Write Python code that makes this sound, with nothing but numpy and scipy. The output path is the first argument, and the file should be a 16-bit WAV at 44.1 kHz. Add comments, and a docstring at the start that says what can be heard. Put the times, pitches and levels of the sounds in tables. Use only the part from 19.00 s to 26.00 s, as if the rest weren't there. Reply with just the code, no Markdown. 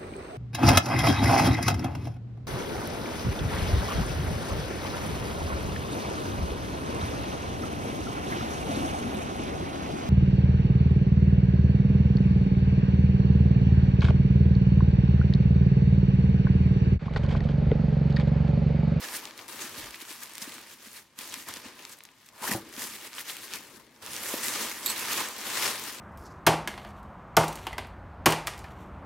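"""A bundle of thin nylon tent cloth is turned, untied and unrolled on a carpet, close to a stereo microphone.
The cloth is banded noise for the sliding hiss plus clumped clicks, snaps and ticks for buckling creases. A
strap whips out of its knot as gliding narrow-band noise; rubs are noise swells through one resonance. The
bundle thuds in damped low modes, the strap's pops set floor and room ringing, and small metal parts clink in
high ones. Shaped noise makes the faint room tone below; peaks and notches colour the whole."""
import sys
import numpy as np
from scipy import signal
from scipy.io import wavfile

SR = 44100
rng = np.random.default_rng(int(sys.argv[2]) if len(sys.argv) > 2 else 0)


def transcribe(u):
    """Save the signal u as a 16-bit wav file named by the first command-line argument.

    u: samples, shape (n,) or (channels, n), limited to [-1, 1]; the rate is SR.
    q: integer samples, one column per channel.
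    """
    v = np.clip(np.atleast_2d(u).T, -1, 1)
    q = np.round(v * 32767).astype(np.int16)
    wavfile.write(sys.argv[1], SR, q)


N = 308700   # samples, 7 s


def from_db(db):
    """Gain of a level in dB."""
    return 10 ** (np.asarray(db) / 20)


def rms_one(x):
    """Scale to rms 1."""
    return x / np.sqrt(np.mean(x ** 2) + 1e-20)


def in_time(rows):
    """Columns of a curve table, one value per sample."""
    s, *columns = np.transpose(rows)
    return [np.interp(np.arange(N) / SR, s, c) for c in columns]


def at_hz(points, hz):
    """Read a spectrum on a log-frequency axis."""
    point_hz, value = np.transpose(points)
    return np.interp(np.log(hz), np.log(point_hz), value)


def drift(rate_hz):
    """Slow chance: coarse noise through a double one-pole low-pass; spread 1."""
    step = 40   # samples per coarse value
    r = np.exp(-2 * np.pi * rate_hz * step / SR)
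    coarse = rng.standard_normal(N // step + 2002)
    slow = signal.lfilter([1], [1, -2 * r, r * r], coarse)[2000:]   # drop the filter's start
    return np.interp(np.arange(N) / step, np.arange(len(slow)), rms_one(slow))


def slips(per_s, fade_s, depth):
    """Folds let go suddenly and settle slowly: a power envelope of mean 1."""
    kicks = (rng.random(N) < per_s / SR) * rng.exponential(1, N)
    power = 1 + depth * signal.lfilter([1], [1, -np.exp(-1 / (fade_s * SR))], kicks)
    return power / power.mean()


def ring(clicks, hz, t60_s):
    """Clicks excite a two-pole resonance: each one sets off a decaying sine."""
    r, w = from_db(-60 / (t60_s * SR)), 2 * np.pi * hz / SR
    return signal.lfilter([0, np.sin(w)], [1, -2 * r * np.cos(w), r * r], clicks + 1e-18)


def panned(x, left_db):
    """Place a sound between the two microphones by level."""
    return np.array([x * from_db(left_db / 2), x * from_db(-left_db / 2)])


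def apart(click, lag_s):
    """The right microphone hears a click a little earlier or later."""
    i = np.arange(click.shape[1])
    return np.array([click[0], np.interp(i - lag_s * SR, i, click[1])])


def add(out, s, sound):
    """Mix a short sound in at a time."""
    i = round(s * SR)
    out[..., i:i + sound.shape[-1]] += sound[..., :N - i]


# how alike left and right are: pitch_hz, likeness (0 to 1)
LIKENESS = [(50, 0.91), (300, 0.94), (600, 0.81), (1000, 0.85), (2000, 0.82), (4000, 0.53), (15000, 0.72)]


def mid_side(mid, side, hz):
    """Mix shared and opposed noise to the stereo likeness at a pitch."""
    alike = np.clip(at_hz(LIKENESS, hz), 0, 1)
    return np.sqrt(1 + alike) * mid + np.sqrt(1 - alike) * side * [[1], [-1]]


# lean of the microphone pair: pitch_hz, left_over_right_db
LEAN = [(100, 0), (400, 1.4), (1500, -0.5), (4000, 0.3), (8000, 0), (13000, -3)]


def coloured(sources, spectrum, moving_db):
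    """Third-octave bands of mid and side excitation, each with its level, its motion and its likeness."""
    out, edges = 0, 22 * 2 ** (np.arange(30) / 3)
    for k, (low, high) in enumerate(zip(edges, edges[1:])):
        band = signal.butter(2, [low, high], "band", fs=SR, output="sos")
        mid, side = signal.sosfilt(band, sources[k % 2])   # neighbouring bands take different sources
        hz = np.sqrt(low * high)
        gain = from_db(at_hz(spectrum, hz) + moving_db(hz))
        lean = from_db(at_hz(LEAN, hz) / 2 * np.array([[1], [-1]]))
        out = out + gain * lean * mid_side(mid, side, hz)
    return out


# spectrum of the room tone: pitch_hz, relative_density_db (per Hz)
ROOM_TONE = [(18, -60), (30, 0), (161, 16.5), (345, 8), (394, -1), (569, -48), (684, -27), (740, -51),
             (1720, 2.5), (16000, -31)]
ROOM_TONE_DB = -68   # rms before the room colour


def room_tone():
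    """The steady faint noise of room and microphone: shaped noise at one level."""
    noise = rng.standard_normal((2, 2, N))
    return from_db(ROOM_TONE_DB) * rms_one(coloured(noise, ROOM_TONE, lambda hz: 0))


# touches of small metal parts: start_s, touch_db (relative), part (0 the first part, 1 the second)
CLINKS = [(5.8606, -21, 0), (5.8634, -32, 0), (5.869, -29, 0), (5.878, -33, 1), (5.885, -37, 1),
          (5.890, -37, 1), (5.8957, -33, 1), (5.899, -28, 1), (5.9025, -39, 1), (5.905, -29, 1),
          (5.915, -34, 1), (5.919, -44, 1), (5.925, -41, 1)]
# modes of the metal: pitch_hz, first_db (relative, first part), second_db (relative, second part), t60_s
METAL = [(3760, -4, -8, 0.024), (4030, -11, -9, 0.023), (4210, -16, -8, 0.025), (4360, -14, -2.5, .03),
         (4580, -13, -16, .02), (7280, -1, -5, 0.027), (8000, -7, 0.5, 0.038), (8220, -4.5, -5.5, 0.027),
         (12370, -6, -11, 0.023), (12330, -3, -9, 0.02), (12700, 0, -13, 0.029), (13050, -12, -12, .025)]


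def clinks(crack_db, rattle_s):
    """Each touch is a bare click plus a short uneven chatter striking every metal mode by its own strength."""
    s, touch_db, part = np.transpose(CLINKS)
    at, out = np.round(s * SR).astype(int), np.zeros(N)
    out[at] = from_db(touch_db + crack_db)
    chance_db = rng.normal(0, 2.3, (len(CLINKS), len(METAL)))
    for k, (hz, first_db, second_db, t60_s) in enumerate(METAL):
        mode_db = np.where(part > .5, second_db, first_db)
        clicks = np.zeros(N)
        clicks[at] = from_db(touch_db + mode_db + chance_db[:, k])
        fading = signal.lfilter([1], [1, -np.exp(-1 / (rattle_s * SR))], clicks)
        chatter = fading * rng.standard_normal(N)
        out += ring(chatter / np.sqrt(rattle_s * SR / 2), hz, t60_s)   # same energy at any rattle length
    return out


# soft bumps of knuckles, knot and bundle: start_s, level_db (nominal), pitch_hz
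THUDS = [(.64, -43, 230), (0.773, -42, 154), (.775, -51, 80), (.80, -55, 29.8), (.83, -47, 110),
         (.85, -40.5, 287), (.875, -52, 60), (1.022, -40.5, 310), (1.107, -41, 315), (1.418, -40, 199),
         (1.4745, -34, 282), (1.869, -44, 253), (2.185, -49, 200), (2.371, -43, 242), (2.489, -53, 103),
         (2.656, -38, 258), (2.659, -50.5, 101), (3.415, -41, 220), (3.493, -28, 288), (3.512, -24.5, 198),
         (3.541, -30, 117), (3.60, -50, 100), (3.776, -37, 262), (5.026, -54, 119), (5.338, -25.5, 316),
         (5.3393, -22, 560)]
# the knot pops free: start_s, level_db (nominal)
POPS = [(3.547, -26), (3.572, -36)]
# modes of floor and room struck by each pop: pitch_hz, level_db (relative to the pop), t60_s
SLAP_MODES = [(193, -10, 0.11), (337, -7, 0.16), (560, -6.5, 0.057), (766, -2, .05)]
THUD_CYCLES = 7.2   # cycles to fall 60 dB


def thuds():
    """Soft contacts and pops: a push and release lasting one cycle rings a damped low mode."""
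    blows = [(s, db, hz, THUD_CYCLES / hz) for s, db, hz in THUDS]
    blows += [(s, db + mode_db, hz, t60_s) for s, db in POPS for hz, mode_db, t60_s in SLAP_MODES]
    out = np.zeros(N)
    for s, level_db, hz, t60_s in blows:
        push = np.zeros(round(t60_s * SR * 1.5 + SR / hz))
        soft = np.diff(np.hanning(round(SR / hz)))
        push[:len(soft)] = -soft
        no_rumble = signal.butter(2, hz * 0.69, "high", fs=SR)
        add(out, s, from_db(level_db) * signal.lfilter(*no_rumble, ring(push, hz, t60_s)))
    return out


# the strap drags through its knot, singing higher as it speeds up: time_s, level_db, pitch_hz
STRAP = [(3.41, -75, 841), (3.43, -42, 918), (3.445, -34, 993), (3.46, -45, 1225), (3.48, -35, 1640),
         (3.5, -54, 1830), (3.517, -36, 1936), (3.54, -70, 2060)]
STRAP_WIDTH_HZ = 530   # bandwidth of each of the two smoothing poles


def strap():
    """Friction noise in a narrow band that glides: slow noise carried on the moving centre."""
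    level_db, hz = in_time(STRAP)
    r = np.exp(-np.pi * STRAP_WIDTH_HZ / SR)
    slow = signal.lfilter([1], [1, -2 * r, r * r], rng.standard_normal((2, N)))
    turn = 2 * np.pi * np.cumsum(hz) / SR
    return from_db(level_db) * rms_one(slow[0] * np.cos(turn) + slow[1] * np.sin(turn))


# rubs and swishes of fingers and taut cloth: centre_s, level_db (nominal), pitch_hz, length_s, sharpness (Q)
RUBS = [(0.046, -44, 1780, 0.03, 9.3), (0.146, -44, 1730, 0.022, 6), (0.167, -37.5, 8000, 0.033, 0.95),
        (.378, -44.5, 6000, 0.0049, .8), (0.395, -49, 2000, .012, 1.4), (0.619, -42, 6550, 0.042, 9),
        (.946, -43.5, 1910, 0.017, 8.3), (1.018, -48, 3640, 0.02, 5.7), (1.227, -47.5, 1620, 0.022, 5.3),
        (1.424, -39, 5500, 0.017, 3.6), (2.297, -46, 6800, .015, 9), (2.341, -40, 2580, 0.012, 3.6),
        (2.493, -43.5, 1120, 0.029, 5), (2.895, -50, 9000, .01, .8), (2.924, -50, 7000, 0.039, 1.8),
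        (2.988, -52.5, 10000, 0.0093, 1), (3.263, -55, 9000, 0.013, .8), (3.518, -32.5, 1900, 0.0063, 5.1),
        (4.186, -41, 3050, 0.02, 8), (4.299, -40, 3450, 0.018, 4.1), (4.57, -44, 2260, .02, 11),
        (6.11, -38, 1930, 0.016, 4.3), (6.213, -35, 1010, 0.012, 6.4), (6.67, -43, 6200, 0.018, 10)]


def rubs():
    """A brief swell of friction noise through one resonance, broad for a swish."""
    out = np.zeros((2, N))
    noise = rng.standard_normal((len(RUBS), 2, 3000))
    for (s, level_db, hz, length_s, sharpness), burst in zip(RUBS, noise):
        resonance = signal.iirpeak(hz, max(sharpness, .6), fs=SR)
        mid, side = rms_one(signal.lfilter(*resonance, burst))
        tone = mid_side(mid, side, hz)
        swell = np.hanning(round(length_s * SR))
        add(out, s - length_s / 2, from_db(level_db) * swell * tone[:, -len(swell):])
    return out


# single creases that snap: start_s, peak_db (before trim), lowest_hz, highest_hz
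SNAPS = [(0.0867, -22, 900, 5100), (0.143, -21, 1300, 14400), (0.2543, -20, 1800, 7200),
         (0.3097, -28, 900, 5100), (0.3914, -27, 1300, 3600), (0.4817, -26, 3600, 14400),
         (0.4873, -27, 2500, 14400), (0.6769, -25, 1300, 10200), (0.9087, -28, 1800, 14400),
         (0.9445, -28, 1800, 3600), (1.1267, -26, 2500, 14400), (1.2342, -18, 5100, 14400),
         (1.2583, -27, 900, 10200), (1.3365, -27, 7200, 14400), (1.3543, -24, 1800, 14400),
         (1.3811, -18, 900, 14400), (1.4191, -21, 3600, 10200), (1.4231, -26, 900, 10200),
         (1.4932, -29, 1800, 14400), (1.5824, -33, 900, 3600), (1.9316, -32, 10200, 14400),
         (2.1895, -19, 2500, 14400), (2.2428, -31, 1800, 5100), (2.3412, -16, 1800, 10200),
         (2.4875, -18, 3600, 14400), (2.5393, -19, 1300, 10200), (2.5707, -25, 2500, 10200),
         (2.6857, -32, 1300, 7200), (2.8246, -33, 900, 7200), (2.8518, -23, 1800, 7200),
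         (3.0063, -34, 1300, 3600), (3.0374, -28, 5100, 14400), (3.0522, -31, 1300, 7200),
         (3.0557, -36, 1300, 14400), (3.0892, -41, 1800, 3600), (3.2886, -33, 1800, 10200),
         (3.3801, -36, 900, 10200), (3.4939, -20, 1300, 14400), (3.5117, -20, 1300, 14400),
         (3.739, -30, 1300, 7200), (3.7651, -27, 1800, 7200), (3.7948, -22, 900, 14400),
         (3.8406, -20, 3600, 14400), (4.1315, -27, 1300, 7200), (4.1398, -27, 1800, 7200),
         (4.151, -25, 900, 10200), (4.2984, -22, 900, 5100), (4.3682, -22, 1300, 14400),
         (4.4811, -32, 900, 7200), (4.5368, -16, 1800, 7200), (4.5584, -20, 1800, 14400),
         (4.9624, -43, 3600, 7200), (5.0264, -31, 900, 14400), (5.0634, -19, 900, 14400),
         (5.1338, -21, 3600, 10200), (5.1651, -16, 3600, 10200), (5.4334, -17, 1800, 10200),
         (5.4834, -10, 1300, 14400), (5.5385, -16, 1800, 10200), (6.1146, -21, 1300, 3600),
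         (6.1319, -14, 1300, 14400)]


def snaps(tail_db, tail_t60_s, trim_db, lag_s, scatter_db):
    """A crease flips: one sharp click within its band, then a faint after-crackle."""
    out, t = np.zeros((2, N)), np.arange(1500) / SR
    noise = rng.standard_normal((len(SNAPS), 2, len(t)))
    places = rng.standard_normal((len(SNAPS), 2)) * [lag_s, scatter_db]
    for (s, peak_db, low_hz, high_hz), burst, (lag, left_db) in zip(SNAPS, noise, places):
        puff = from_db(tail_db - 60 * t / tail_t60_s) * burst
        puff[:, :9] = -np.eye(9)[8]   # eight silent samples, then the click
        band = signal.butter(2, [low_hz, min(high_hz, 17000)], "band", fs=SR, output="sos")
        click = signal.sosfilt(band, puff)
        click = apart(click / np.abs(click).max(), lag) * from_db([[left_db / 2], [-left_db / 2]])
        add(out, s - 8 / SR, from_db(peak_db + trim_db) * click)
    return out


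# each pull, turn or squeeze: peak_s, level_db (before trims), swell_ms (per 10 dB, at least 5),
# fade_ms (per 10 dB, at least 5), sheen_db (treble control), fullness_db (control around 900 Hz)
STROKES = [(0.042, -42, 79, 63, -2, 0), (0.157, -40.0, 83, 48, 1.5, -1.5), (0.266, -47.0, 86, 76, -5, 2),
           (0.388, -49.5, 34, 112, -3, 3.5), (0.487, -46.5, 6, 230, 2.5, -2),
           (0.621, -41.0, 56, 113, -1, -1.5), (0.785, -42.5, 33, 137, -2.5, -0.5),
           (0.946, -49, 18, 29, 2, -10), (1.023, -46, 30, 12, 1, -10), (1.105, -46.5, 53, 112, 2, -6.5),
           (1.232, -45.5, 29, 30, 3, 1), (1.426, -43, 20, 33, 5, -8), (1.518, -47.0, 312, 141, -1, -6),
           (1.734, -51.5, 66, 22, 3.5, -8), (1.872, -49.5, 88, 31, 0.5, -10),
           (1.973, -48.5, 57, 41, 3.5, -9), (2.192, -45, 12.5, 189, 1, -6), (2.34, -44.5, 41, 23, -6, -7),
           (2.393, -48.5, 42, 59, 5, -8), (2.482, -41, 11, 39, -2.5, -3), (2.565, -47.5, 61, 77, -1, -5),
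           (2.662, -46.5, 47, 59, -7, -2), (2.805, -51.5, 78, 175, -3, -2), (2.931, -53, 46, 22, 7, -5),
           (3.045, -66, 6, 52, 8, -13), (3.293, -60, 122, 11, 1, -12), (3.44, -43, 12, 90, -1.5, 3),
           (3.488, -37.5, 53, 13, 2.5, 9), (3.514, -34.5, 9, 40, 2, 6), (3.663, -54, 47, 78, -7, -2),
           (3.824, -40, 61, 59, 2.5, -3.5), (3.945, -46.5, 123, 45, 3.5, -10),
           (4.069, -44.5, 95, 23, 0.5, -4.5), (4.209, -39.5, 57, 17, -1, -6.5),
           (4.296, -40.5, 40, 73, -0.5, -7), (4.441, -46, 55, 40, 2.5, -3),
           (4.539, -40.0, 38, 60, -2, -6.5), (4.754, -57.5, 400, 90, 4.5, 2),
           (5.023, -47, 0, 392.5, -2.5, 1.5), (5.115, -44.5, 26, 400, 3.5, -7),
           (5.312, -38.5, 113, 174, 2, 5), (5.438, -36.5, 16, 278, 1, -4.5), (5.623, -36, 118, 99, -4, 2.5),
           (5.91, -36, 75, 36, 0, 1), (5.972, -38.0, 36, 308, -1.5, -3), (6.125, -35.5, 40, 38, -3, -6),
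           (6.203, -33, 107, 52, -4, 3.5), (6.462, -45, 6, 400, 0, 0), (6.655, -31.5, 185, 99, -3.5, 2),
           (6.882, -41.5, 229, 138, -1, -2)]
# slow colour of the rustle: time_s, weight_db (bass control), left_db (left over right, before scaling by pitch)
LOWS = [(0.0, -3.0, -1.5), (0.45, -2.5, 4.5), (0.8, -1, 0.0), (1.0, -11, 2), (1.3, -9, 1), (1.6, -1.5, 0.5),
        (2.0, -13, 1), (2.3, -4.5, 1.5), (2.65, -1, 0.5), (3.1, -10.5, 3), (3.4, -9, 1.5), (3.57, 9.5, 1.5),
        (3.75, 2, 1.5), (4.2, -8, 1), (4.5, -5.0, 2), (4.8, 7, 6), (5.05, -1, 0), (5.6, 0, 1),
        (6.0, -3, -0.5), (6.6, -3, 2.5), (7.0, -1.5, 3)]
STROKE_ROUNDING, AT_REST_DB = 0.23, -66.5   # softness of the top; the cloth settling on its own, before trims
# share of each swing about the mean level taken off the bass and middle controls
BASS_LAGS, MIDDLE_LAGS, MEAN_DB = 0.4, 0.24, -43.5
TREBLE_LEADS = 0.23   # share of each swing added to the sheen: tails are duller than peaks


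def handling():
    """Strokes swell and fade at steady rates in dB and add up as power; the lows swing less than the rustle."""
    t = np.arange(0, N + 32, 32) / SR
    power, colour = from_db(2 * AT_REST_DB), 0
    for s, level_db, swell_ms, fade_ms, *colour_db in STROKES:
        away = 1000 * (t - s) / np.maximum(np.where(t < s, swell_ms, fade_ms), 5)
        fall_db = 10 * (np.hypot(away, STROKE_ROUNDING) - STROKE_ROUNDING)
        stroke = from_db(2 * (level_db - fall_db))   # doubled dB gives power
        power = power + stroke
        colour = colour + np.outer(colour_db, stroke)   # louder strokes weigh more in the colour
    level_db, sheen_db, full_db = in_time(np.transpose([t, 10 * np.log10(power), *colour / power]))
    weight_db, left_db = in_time(LOWS)
    swing_db = level_db - MEAN_DB
    sheen_db = sheen_db + TREBLE_LEADS * swing_db
    full_db = full_db - MIDDLE_LAGS * swing_db
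    weight_db = weight_db - BASS_LAGS * swing_db
    return level_db, sheen_db, full_db, weight_db, left_db


def ticks(per_s, spread_db, over_db, cycles, tilt_db, scatter_db):
    """Small creases flip at random, as loud as the handling; each rings briefly at a pitch dealt by chance."""
    sizes = from_db(handling()[0] + over_db + spread_db * np.minimum(rng.exponential(1, N), 3.4))
    born = rng.random(N) < per_s * from_db(4 * drift(15)) / SR
    clicks = born * sizes * rng.choice([-1, 1], N)
    clicks = panned(clicks, rng.normal(0, scatter_db, N))
    dealt, out = rng.integers(0, 12, N), 0
    for k, hz in enumerate(np.geomspace(1100, 12000, num=12)):
        place = rng.integers(-3, 4)   # samples by which the right side lags
        rung = from_db(tilt_db * np.log2(hz / 3000)) * ring(clicks * (dealt == k), hz, cycles / hz)
        out = out + np.array([rung[0], np.roll(rung[1], place)])
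    return signal.sosfilt(signal.butter(2, 700, "high", fs=SR, output="sos"), out)   # a crease moves no bass


# spectrum of the cloth: pitch_hz, relative_density_db (per Hz)
CLOTH = [(25, -24), (60, -15.5), (150, -8.5), (300, -3.5), (700, -6.5), (1000, -4.5), (2000, -6),
         (4000, -8.5), (8000, -10.5), (12000, -11.5), (16000, -18.5)]


def rustle(creases_per_s, spread_db, crackle_share, clump_db, patchy_db, trim_db):
    """Sliding hiss plus tiny creases that buckle in clumps, coloured by the cloth."""
    level_db, sheen_db, full_db, weight_db, left_db = handling()
    clumps = from_db(clump_db * drift(40)) * slips(per_s=90, fade_s=0.0034, depth=.6)
    born = rng.random(N) < creases_per_s * clumps / SR
    sizes = born * from_db(spread_db * np.minimum(rng.exponential(1, N), 6))
    creases = rms_one(sizes * rng.choice([-1, 1], N))
    creases = np.array([creases, creases * rng.standard_normal(N)])   # each crease sits somewhere else
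    share = np.clip(crackle_share, 0, 1)
    hiss = np.sqrt(clumps) * rng.standard_normal((2, 2, N))
    crackle = creases * [[[1]], [[-1]]]   # flipped in every other band
    sources = np.sqrt(1 - share) * hiss + np.sqrt(share) * crackle

    def moving_db(hz):
        """The three tone controls blend over frequency; every band also flickers on its own."""
        def blend(*weights):
            return at_hz(list(zip((250, 900, 2000, 4500, 9000), weights)), hz)
        tone_db = blend(0.92, 0, 0, 0, 0) * weight_db
        tone_db = tone_db + blend(0, 0.77, 0, 0, 0) * full_db
        tone_db = tone_db + blend(0, 0, 0, 0, 1) * sheen_db
        side_db = np.clip(hz / 900, .1, 1) * left_db / 2 * [[1], [-1]]   # bass leans least to one side
        return level_db + trim_db + tone_db + side_db + patchy_db * drift(17.4)
    return coloured(sources, CLOTH, moving_db)


# standing waves and floor echo lift some pitches and cancel others: pitch_hz, width_hz, level_db
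ROOM_COLOUR = [(116, 9, 2), (134, 21, -2.5), (176, 23.6, -9), (212, 82, 3.5), (331, 6.9, 3.5),
               (405, 28, -0.5), (639, 12, -4), (725, 49, -7), (927, 8.6, 3), (1020, 59, 2), (1152, 30, -2),
               (1211, 74, 4.5), (1264, 290, -3), (1794, 110, 1.5)]


def room(x):
    """Standing waves and the floor echo as a chain of peaks and notches."""
    for hz, width_hz, level_db in ROOM_COLOUR:
        w, a, g = 2 * np.pi * hz / SR, np.pi * width_hz / SR, from_db(level_db / 2)
        x = signal.lfilter([1 + a * g, -2 * np.cos(w), 1 - a * g], [1 + a / g, -2 * np.cos(w), 1 - a / g], x)
    return x


def scene():
    """All sources together, heard in the room."""
    cloth = rustle(creases_per_s=2500, spread_db=1.5, crackle_share=0.21, clump_db=1.17,
                   patchy_db=1.4, trim_db=10.5)
    creases = snaps(tail_db=-21.0, tail_t60_s=0.012, trim_db=1.5, lag_s=1.5e-5, scatter_db=0.0)
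    creases = creases + ticks(per_s=500, spread_db=4.0, over_db=5.5, cycles=3.34, tilt_db=2.5, scatter_db=4)
    swishes = rubs()
    bumps = panned(thuds(), 0.59)
    whip = panned(strap(), 5.1)
    metal = panned(clinks(crack_db=-3, rattle_s=0.0013), -5.5)
    return room(cloth + creases + swishes + bumps + whip + metal + room_tone())


CUTOFF_HZ = 15850


def record(dry):
    """A steep low-pass cuts the top."""
    return signal.sosfilt(signal.ellip(12, .3, 70, CUTOFF_HZ, fs=SR, output="sos"), dry)


dry = scene()
out = record(dry)
transcribe(out)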